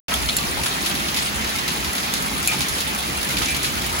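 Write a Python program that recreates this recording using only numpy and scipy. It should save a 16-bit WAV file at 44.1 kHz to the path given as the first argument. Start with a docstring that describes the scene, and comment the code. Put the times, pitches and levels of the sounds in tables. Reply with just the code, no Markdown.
"""Hail and heavy rain from a doorway

A stereo pair faces a lawn and a concrete path. Far off, countless impacts merge into a roar over a low
drumming and boom. Nearer stones patter, splash and tap. The closest plock on hollow things, clack,
or crack and scatter on the concrete with an echo off the house wall; a few ping on metal."""
import sys
import numpy as np
from scipy import signal
from scipy.fft import rfft, irfft
from scipy.io import wavfile

SR = 44100
rng = np.random.default_rng(int(sys.argv[2]) if len(sys.argv) > 2 else 0)


def wav_record(signal):
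    """Record a signal, one row per channel, as 16-bit PCM in the file named by sys.argv[1]."""
    frames = np.transpose(np.atleast_2d(signal))
    bounded = np.clip(frames, -1, 1)
    # unit amplitude maps onto the largest positive 16-bit level
    quanta = np.round(bounded * 32767).astype(np.int16)
    wavfile.write(sys.argv[1], SR, quanta)


N = 176400
T, HZ = np.arange(N) / SR, np.maximum(np.arange(N // 2 + 1) * SR / N, 1)

# far hail and rain: frequency_hz, level_db_per_hz
ROAR_SPECTRUM = [(15, -92), (25, -70), (43, -69), (59, -64.5), (74, -55.5), (111, -68.5), (130, -59),
                 (165, -61), (200, -59.5), (300, -63), (520, -68), (720, -66), (870, -66), (1030, -66.5),
                 (1300, -63.5), (1650, -66.5), (2300, -66.5), (4100, -70), (5500, -74), (6600, -73.5),
                 (8700, -79.5), (10500, -78.5), (13000, -81), (15800, -121)]
# how alike the roar is left and right: frequency_hz, correlation
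ROAR_LIKENESS = [(30, 0), (70, 0.4), (170, 1), (330, .5), (480, 0.05), (700, -0.32), (1000, -0.4),
                 (1350, -0.77), (2000, -0.01), (3000, -0.25), (4200, 0.36), (5500, -0.3)]
# swell of the deep rumble, taken about its mean: time_s, level_db
RUMBLE_CONTOUR = [(0.1, -38), (0.28, -29), (0.31, -41), (0.63, -31.5), (0.66, -43), (0.79, -37.5),
                  (1.3, -41), (1.37, -33.5), (1.53, -40.5), (1.9, -36.5), (1.93, -47.5), (2.18, -37.5),
                  (2.21, -44), (2.38, -35), (2.59, -41.5), (2.62, -34), (2.67, -51), (2.72, -32),
                  (2.76, -39), (3.34, -40), (3.38, -31), (3.51, -39), (3.87, -33.5), (4.0, -35)]
# swell of the low drumming, taken about its mean and scaled down: time_s, unscaled_db
DRUMMING_CONTOUR = [(0.1, -36), (0.91, -33.5), (0.95, -27), (1.08, -36), (1.38, -34), (2.13, -38),
                    (2.18, -26), (2.37, -37), (2.63, -29), (2.71, -37), (2.74, -30), (2.83, -47),
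                    (2.93, -29.5), (3.01, -48), (3.09, -30), (3.23, -40), (3.26, -32), (4.0, -34.5)]
# booming tones under the roar: pitch_hz, level_db, width_hz
BOOM_TONES = [(204, -48, 4.5), (354, -52, 1.9)]
# patter on the path: frequency_hz, level_db_per_hz
PATTER_SPECTRUM = [(200, -101.5), (700, -70), (1500, -83), (2400, -73.5), (4200, -70), (6200, -87.5),
                   (8800, -66.5), (11500, -84.5), (15800, -86)]
# fine splashes: frequency_hz, level_db_per_hz
SPLASH_SPECTRUM = [(300, -82), (1200, -74), (3000, -72.5), (6500, -74.5), (9000, -77), (15800, -75.5)]
# tone curve over the small taps: frequency_hz, relative_db
TAP_TONE = [(500, -82), (850, -70), (1050, -76.5), (1300, -69), (1550, -76.5), (2000, -70), (3500, -76),
            (4600, -75), (6200, -88.5)]
# stones on hollow things nearby: start_s, pitch_hz, level_db
PLOCK_HITS = [(0.1189, 1304, -22.5), (.572, 845, -29), (.592, 913, -29.5), (0.661, 1320, -28),
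              (0.713, 1330, -33), (1.38, 1340, -29), (1.718, 1450, -42), (1.755, 1330, -37),
              (1.76, 847, -32), (1.952, 850, -35), (2.312, 839, -30.5), (2.524, 884, -27.5),
              (2.542, 876, -29), (2.541, 1350, -48), (3.416, 1270, -25.5), (3.936, 1260, -30),
              (3.95, 986, -28.5)]
# stones on the concrete by the door: start_s, clack_db, crack_db, scatter_t60_s
STONE_HITS = [(0.1394, -26, -18, 0.04), (0.288, -20, -33, 0.078), (0.3672, -37, -17.5, 0.04),
              (0.3847, -22, -39, 0.058), (0.635, -24, -23.5, 0.1), (0.66, -21, -24.5, 0.072),
              (0.849, -28, -37, 0.089), (0.8606, -21.5, -26, 0.2), (0.912, -24, -36, 0.051),
              (0.9514, -24.5, -29, .06), (1.084, -23, -30, 0.1), (1.144, -22.5, -28, 0.089),
              (1.163, -23, -29, 0.13), (1.17, -23, -30.5, 0.29), (1.187, -23, -40, 0.13),
              (1.261, -22.5, -35, 0.069), (1.445, -24, -31, 0.053), (1.475, -25, -36, 0.09),
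              (1.4927, -29, -30, .08), (1.56, -27, -28.5, 0.058), (1.586, -25, -30, 0.11),
              (1.68, -23, -24, .04), (1.686, -24.5, -28, 0.055), (1.705, -24, -32, .05),
              (1.846, -23.5, -29, 0.06), (1.932, -38, -25.5, .04), (1.952, -26, -28, 0.15),
              (1.981, -23, -33, .07), (2.03, -30, -33, 0.22), (2.1387, -19, -17, 0.022),
              (2.223, -35, -23.5, .05), (2.428, -30, -25, 0.065), (2.4594, -27, -24, .03),
              (2.4742, -25, -15, 0.028), (2.491, -31, -43, .07), (2.517, -23, -44, 0.12),
              (2.532, -27, -29, 0.25), (2.6065, -18.5, -21, 0.03), (2.617, -21.5, -29, 0.13),
              (2.684, -29, -24, 0.17), (2.7804, -25.5, -28, 0.12), (2.8053, -22.5, -24.5, 0.09),
              (2.949, -38, -24.5, .04), (3.23, -37, -24, 0.037), (3.2892, -25, -26, 0.036),
              (3.3047, -27, -26.5, 0.23), (3.3693, -20, -28, 0.068), (3.384, -23, -23.5, 0.081),
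              (3.4184, -23, -29, 0.31), (3.458, -23, -25, 0.052), (3.486, -27, -33, 0.28),
              (3.5463, -22.5, -27, 0.088), (3.5649, -24, -24, .07), (3.631, -29, -25.5, 0.16),
              (3.6437, -24, -30, 0.32), (3.819, -23, -28, 0.043), (3.863, -34, -30, 0.041)]
# stones on something hard: start_s, pitch_hz, width_hz, level_db, t60_s
CLACK_HITS = [(.1398, 3350, 420, -22, 0.095), (.2892, 3470, 2400, -16.5, 0.029),
              (.2955, 3880, 1100, -17, 0.053), (.3674, 11470, 8000, -12, .006),
              (0.914, 3240, 1000, -30, .04), (1.591, 3970, 3000, -27.5, 0.057),
              (1.6795, 4500, 2400, -21, .035), (2.4747, 10300, 7000, -13, 0.0087),
              (2.607, 2640, 1200, -20, 0.0098), (2.868, 3510, 300, -29, .07),
              (3.4585, 6500, 1500, -23, 0.024)]
# stones on metal, bright when direct, dull on a bounce: start_s, low_modes_db, high_modes_db, knock_db
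PING_HITS = [(0.3674, -42, -21, -40), (2.4745, -28, -19, -18), (2.4838, -38, -38, -11),
             (2.4915, -23, -36, -16.5), (2.4995, -46, -47, -17), (3.483, -21, -47, -32)]
# modes of the metal: pitch_hz, relative_db, t60_s
METAL_MODES = [(2268, -10.5, 0.5), (2384, -1, 0.35), (2610, -9, 0.5), (4260, -9, .2), (4540, -10, .07),
               (5070, -18, .3), (7230, -0.5, 0.098), (7820, -3, .04), (8900, 5, .04), (10020, 6, 0.03),
               (10100, -7, 0.05), (11700, 2, .04), (13600, -6, .04), (15030, -11, .05)]
# treble that both microphone ports hear: frequency_hz, share
MIC_SHARE = [(5600, 0.067), (6400, 0.51), (7400, 0.6), (8300, 1), (16000, 1)]
# lean of the pair: frequency_hz, left_minus_right_db
MIC_BALANCE = [(40, -2), (200, -4), (400, 0.5), (800, 0.5), (1500, 0), (4000, -0.2), (5500, -3), (7000, -2),
               (8200, 0)]


def from_db(db):
    """Decibels to gain."""
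    return 10 ** (np.asarray(db) / 20)


def unit_power(x):
    """Scale to an RMS of one."""
    return x / np.sqrt(np.mean(x ** 2) + 1e-20)


def at_hz(points):
    """Read a table along log frequency."""
    hz, value = np.transpose(points)
    return np.interp(np.log(HZ), np.log(hz), value)


def swell(contour):
    """Read a level contour along time, in dB about its mean."""
    db = np.interp(T, *np.transpose(contour))
    return db - db.mean()


def colour(x, spectrum):
    """Shape a signal by a curve; a white one comes out at the curve's dB per Hz."""
    return irfft(rfft(unit_power(x)) * from_db(at_hz(spectrum)) * np.sqrt(SR / 2), N)


def band(x, edges_hz):
    """Band-pass that keeps the power of white noise."""
    low, high = edges_hz
    sos = signal.butter(2, edges_hz, "band", fs=SR, output="sos")
    return signal.sosfilt(sos, x + 1e-18) * np.sqrt(SR / 2 / (high - low))


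def drift(rate_hz):
    """A smooth random wander with a spread of one."""
    step, settle = 40, 2000
    pole = np.exp(-2 * np.pi * rate_hz * step / SR)
    noise = rng.standard_normal(N // step + settle + 2)
    slow = signal.lfilter([1], [1, -2 * pole, pole * pole], noise)[settle:]
    return np.interp(np.arange(N) / step, np.arange(len(slow)), unit_power(slow))


def decay(t60_s):
    """The first third of a second of an exponential decay."""
    return np.exp(-np.log(1000) * T[:SR // 3] / t60_s)


def add(out, start_s, sound):
    """Mix a sound in at a time."""
    i = int(start_s * SR)
    out[:, i:i + sound.shape[-1]] += sound[..., :N - i]


def scatter(envelope):
    """Dense reflections under an envelope, different on each side."""
    return rng.standard_normal((2, len(envelope))) * envelope


def ring(hz, t60_s):
    """A dying sine that reaches each side in a phase of its own."""
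    fade = decay(t60_s)
    cycles = hz * T[:len(fade)] + rng.random()
    side_offset = [[0], [rng.uniform(-.3, .3)]]
    return fade * np.sin(2 * np.pi * (cycles + side_offset))


def roar(rumble_top_hz=105, drumming_top_hz=420):
    """Far impacts merge to noise: rumble and drumming swell, each half octave above the rumble flickers."""
    alike = np.clip(at_hz(ROAR_LIKENESS), -.99, .99)
    mid, side = rfft(colour(rng.standard_normal((2, N)), ROAR_SPECTRUM))
    pair = np.sqrt(1 + alike) * mid + np.sqrt(1 - alike) * side * [[1], [-1]]
    rumble_db, drumming_db = swell(RUMBLE_CONTOUR), .41 * swell(DRUMMING_CONTOUR)
    surge_db = .5 * drift(rate_hz=1.8)
    edges_hz = np.r_[0, 50 * 2 ** (np.arange(18) / 2)]
    out = 0
    for low, high in zip(edges_hz, edges_hz[1:]):
        if high < rumble_top_hz:
            db = rumble_db
        else:
            flicker_db = 1.73 * drift(rate_hz=14)
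            db = flicker_db + (drumming_db if high < drumming_top_hz else surge_db)
        out += from_db(db) * irfft(pair * ((HZ >= low) & (HZ < high)), N)
    return out


def boom(drone_hz=59, drone_db=-42.5, wander_rad=.76):
    """A deep drone swells with the rumble, under low tones that waver in strength and phase."""
    phase = 2 * np.pi * drone_hz * T + wander_rad * drift(rate_hz=3.4)
    out = from_db(drone_db + swell(RUMBLE_CONTOUR)) * np.sqrt(2) * np.sin(phase)
    for hz, db, width_hz in BOOM_TONES:
        waver = drift(width_hz) + 1j * drift(width_hz)
        out += from_db(db) * np.real(waver * np.exp(2j * np.pi * hz * T))
    return out


def shower(spectrum, hits_per_s, spread_db, scatter_db, t60_s, patchy_db, patches=10):
    """Random impacts on patches of nearer ground, each with its own direction, tone and reflections."""
    out = 0
    for across in np.linspace(-1, 1, patches):
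        sizes = from_db(spread_db * np.minimum(rng.exponential(1, N), 3)) * rng.choice([-1, 1], N)
        clicks = sizes * (rng.random(N) < hits_per_s / patches / SR)
        response = scatter(decay(t60_s))
        response *= from_db(scatter_db) / np.sqrt(np.sum(response ** 2) / 2)
        for side, way in enumerate((across, -across)):
            response[side, int(12 + 11 * way)] += 1  # direct sound reaches the nearer side first
        tone = np.c_[np.geomspace(300, 16000, 12), rng.normal(0, patchy_db, 12)]
        out += rfft(clicks) * rfft(response, N) * from_db(at_hz(tone))
    return colour(irfft(out, N), spectrum)


def taps(low_hz=650, high_hz=6200, t60_at_1khz_s=.1, spread_db=13, count=800):
    """Many faint strikes at random, each ringing at its own pitch; higher ones die sooner."""
    out = np.zeros((2, N))
    for when, pitch, size in rng.random((count, 3)):
        hz = low_hz * (high_hz / low_hz) ** pitch
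        khz = hz / 1000
        gain = from_db(spread_db * size) * khz ** .75
        add(out, when * T[-1], gain * ring(hz, t60_at_1khz_s / np.sqrt(khz)))
    band_share = 2 * (high_hz - low_hz) / SR
    return colour(out, TAP_TONE) * np.sqrt(band_share)


def plocks(t60_s=.11, thud_db=-1):
    """Stones strike hollow things nearby: a short ring with a dull thud."""
    rings, thuds = np.zeros((2, 2, N))
    for start_s, hz, db in PLOCK_HITS:
        add(rings, start_s, from_db(db) * ring(hz, t60_s))
        add(thuds, start_s, from_db(db + thud_db) * scatter(decay(t60_s)))
    return rings + band(thuds, edges_hz=(570, 1940))


def close_stones(ring_hz=(2430, 5980), ring_db=-10, click_db=18, max_lag_s=.00022):
    """Each stone clicks and rings briefly; its clack and bright crack scatter and echo off the wall."""
    direct, bodies, cracks = np.zeros((3, 2, N))
    wall_echo = from_db(-12) * decay(t60_s=.37)
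    first_contact = from_db(2) * decay(t60_s=.0029)
    for start_s, clack_db, crack_db, t60_s in STONE_HITS:
        tail = np.hypot(decay(t60_s), wall_echo)
        add(bodies, start_s, from_db(clack_db) * scatter(tail))
        add(cracks, start_s, from_db(crack_db) * scatter(np.hypot(tail, first_contact)))
        across, pitch = rng.random(2)
        stone_ring = ring(np.interp(pitch, (0, 1), ring_hz), t60_s=.022)
        add(direct, start_s, from_db(clack_db + ring_db) * stone_ring)
        for side, way in zip(np.eye(2), (across, 1 - across)):
            add(direct, start_s + max_lag_s * way, from_db(crack_db + click_db) * side[:, None])
    return direct + band(bodies, edges_hz=(1980, 5000)) + band(cracks, edges_hz=(5830, 12200))


def clacks(modes=6):
    """Hard hits ring briefly in a cluster of unevenly spaced resonances."""
    out = np.zeros((2, N))
    for start_s, hz, width_hz, db, t60_s in CLACK_HITS:
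        offsets = (np.arange(modes) + rng.random(modes)) / modes - .5
        cluster = sum(ring(hz + width_hz * offset, t60_s) for offset in offsets)
        add(out, start_s, from_db(db) * np.sqrt(2 / modes) * cluster)
    return out


def pings(high_modes_above_hz=3500):
    """A stone knocks on a piece of metal and sets its modes ringing."""
    out = np.zeros((2, N))
    for start_s, low_db, high_db, knock_db in PING_HITS:
        add(out, start_s, from_db(knock_db) * ring(hz=2490, t60_s=.02))
        for hz, mode_db, t60_s in METAL_MODES:
            strike_db = high_db if hz > high_modes_above_hz else low_db
            add(out, start_s, from_db(mode_db + strike_db) * ring(hz, t60_s))
    return out


def scene():
    """What reaches the doorway: nearer patter, splashes and taps, the far roar and the close hits."""
    patter = shower(PATTER_SPECTRUM, hits_per_s=260, spread_db=6, scatter_db=8,
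                    t60_s=.089, patchy_db=4.5)
    splashes = shower(SPLASH_SPECTRUM, hits_per_s=1400, spread_db=1.7, scatter_db=-2.5,
                      t60_s=.0077, patchy_db=2)
    near = patter + splashes + taps()
    far = roar() + boom()
    close = close_stones() + clacks() + plocks() + pings()
    return far + near + close


def record(dry, in_phase_hz=6264, phase_turn_hz=4670, ceiling=1.3, start_s=.083, cutoff_hz=15850):
    """The microphone pair shares its treble and leans a little right; peaks are rounded, the top is cut."""
    left, right = rfft(dry)
    share = np.clip(at_hz(MIC_SHARE), 0, .998)
    phase_turn = np.exp(2j * np.pi * (HZ - in_phase_hz) / phase_turn_hz)
    right = np.sqrt(1 - share ** 2) * right + share * left * phase_turn
    lean = from_db(at_hz(MIC_BALANCE) / 2 * [[1], [-1]])
    pair = irfft(np.array([left, right]) * lean, N)
    pair = ceiling * np.tanh(pair / ceiling)
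    pair *= T >= start_s  # opens on a moment of silence
    low_pass = 1 / np.sqrt(1 + (HZ / cutoff_hz) ** 240)
    return irfft(rfft(pair) * low_pass, N)


dry = scene()
out = record(dry)
wav_record(out)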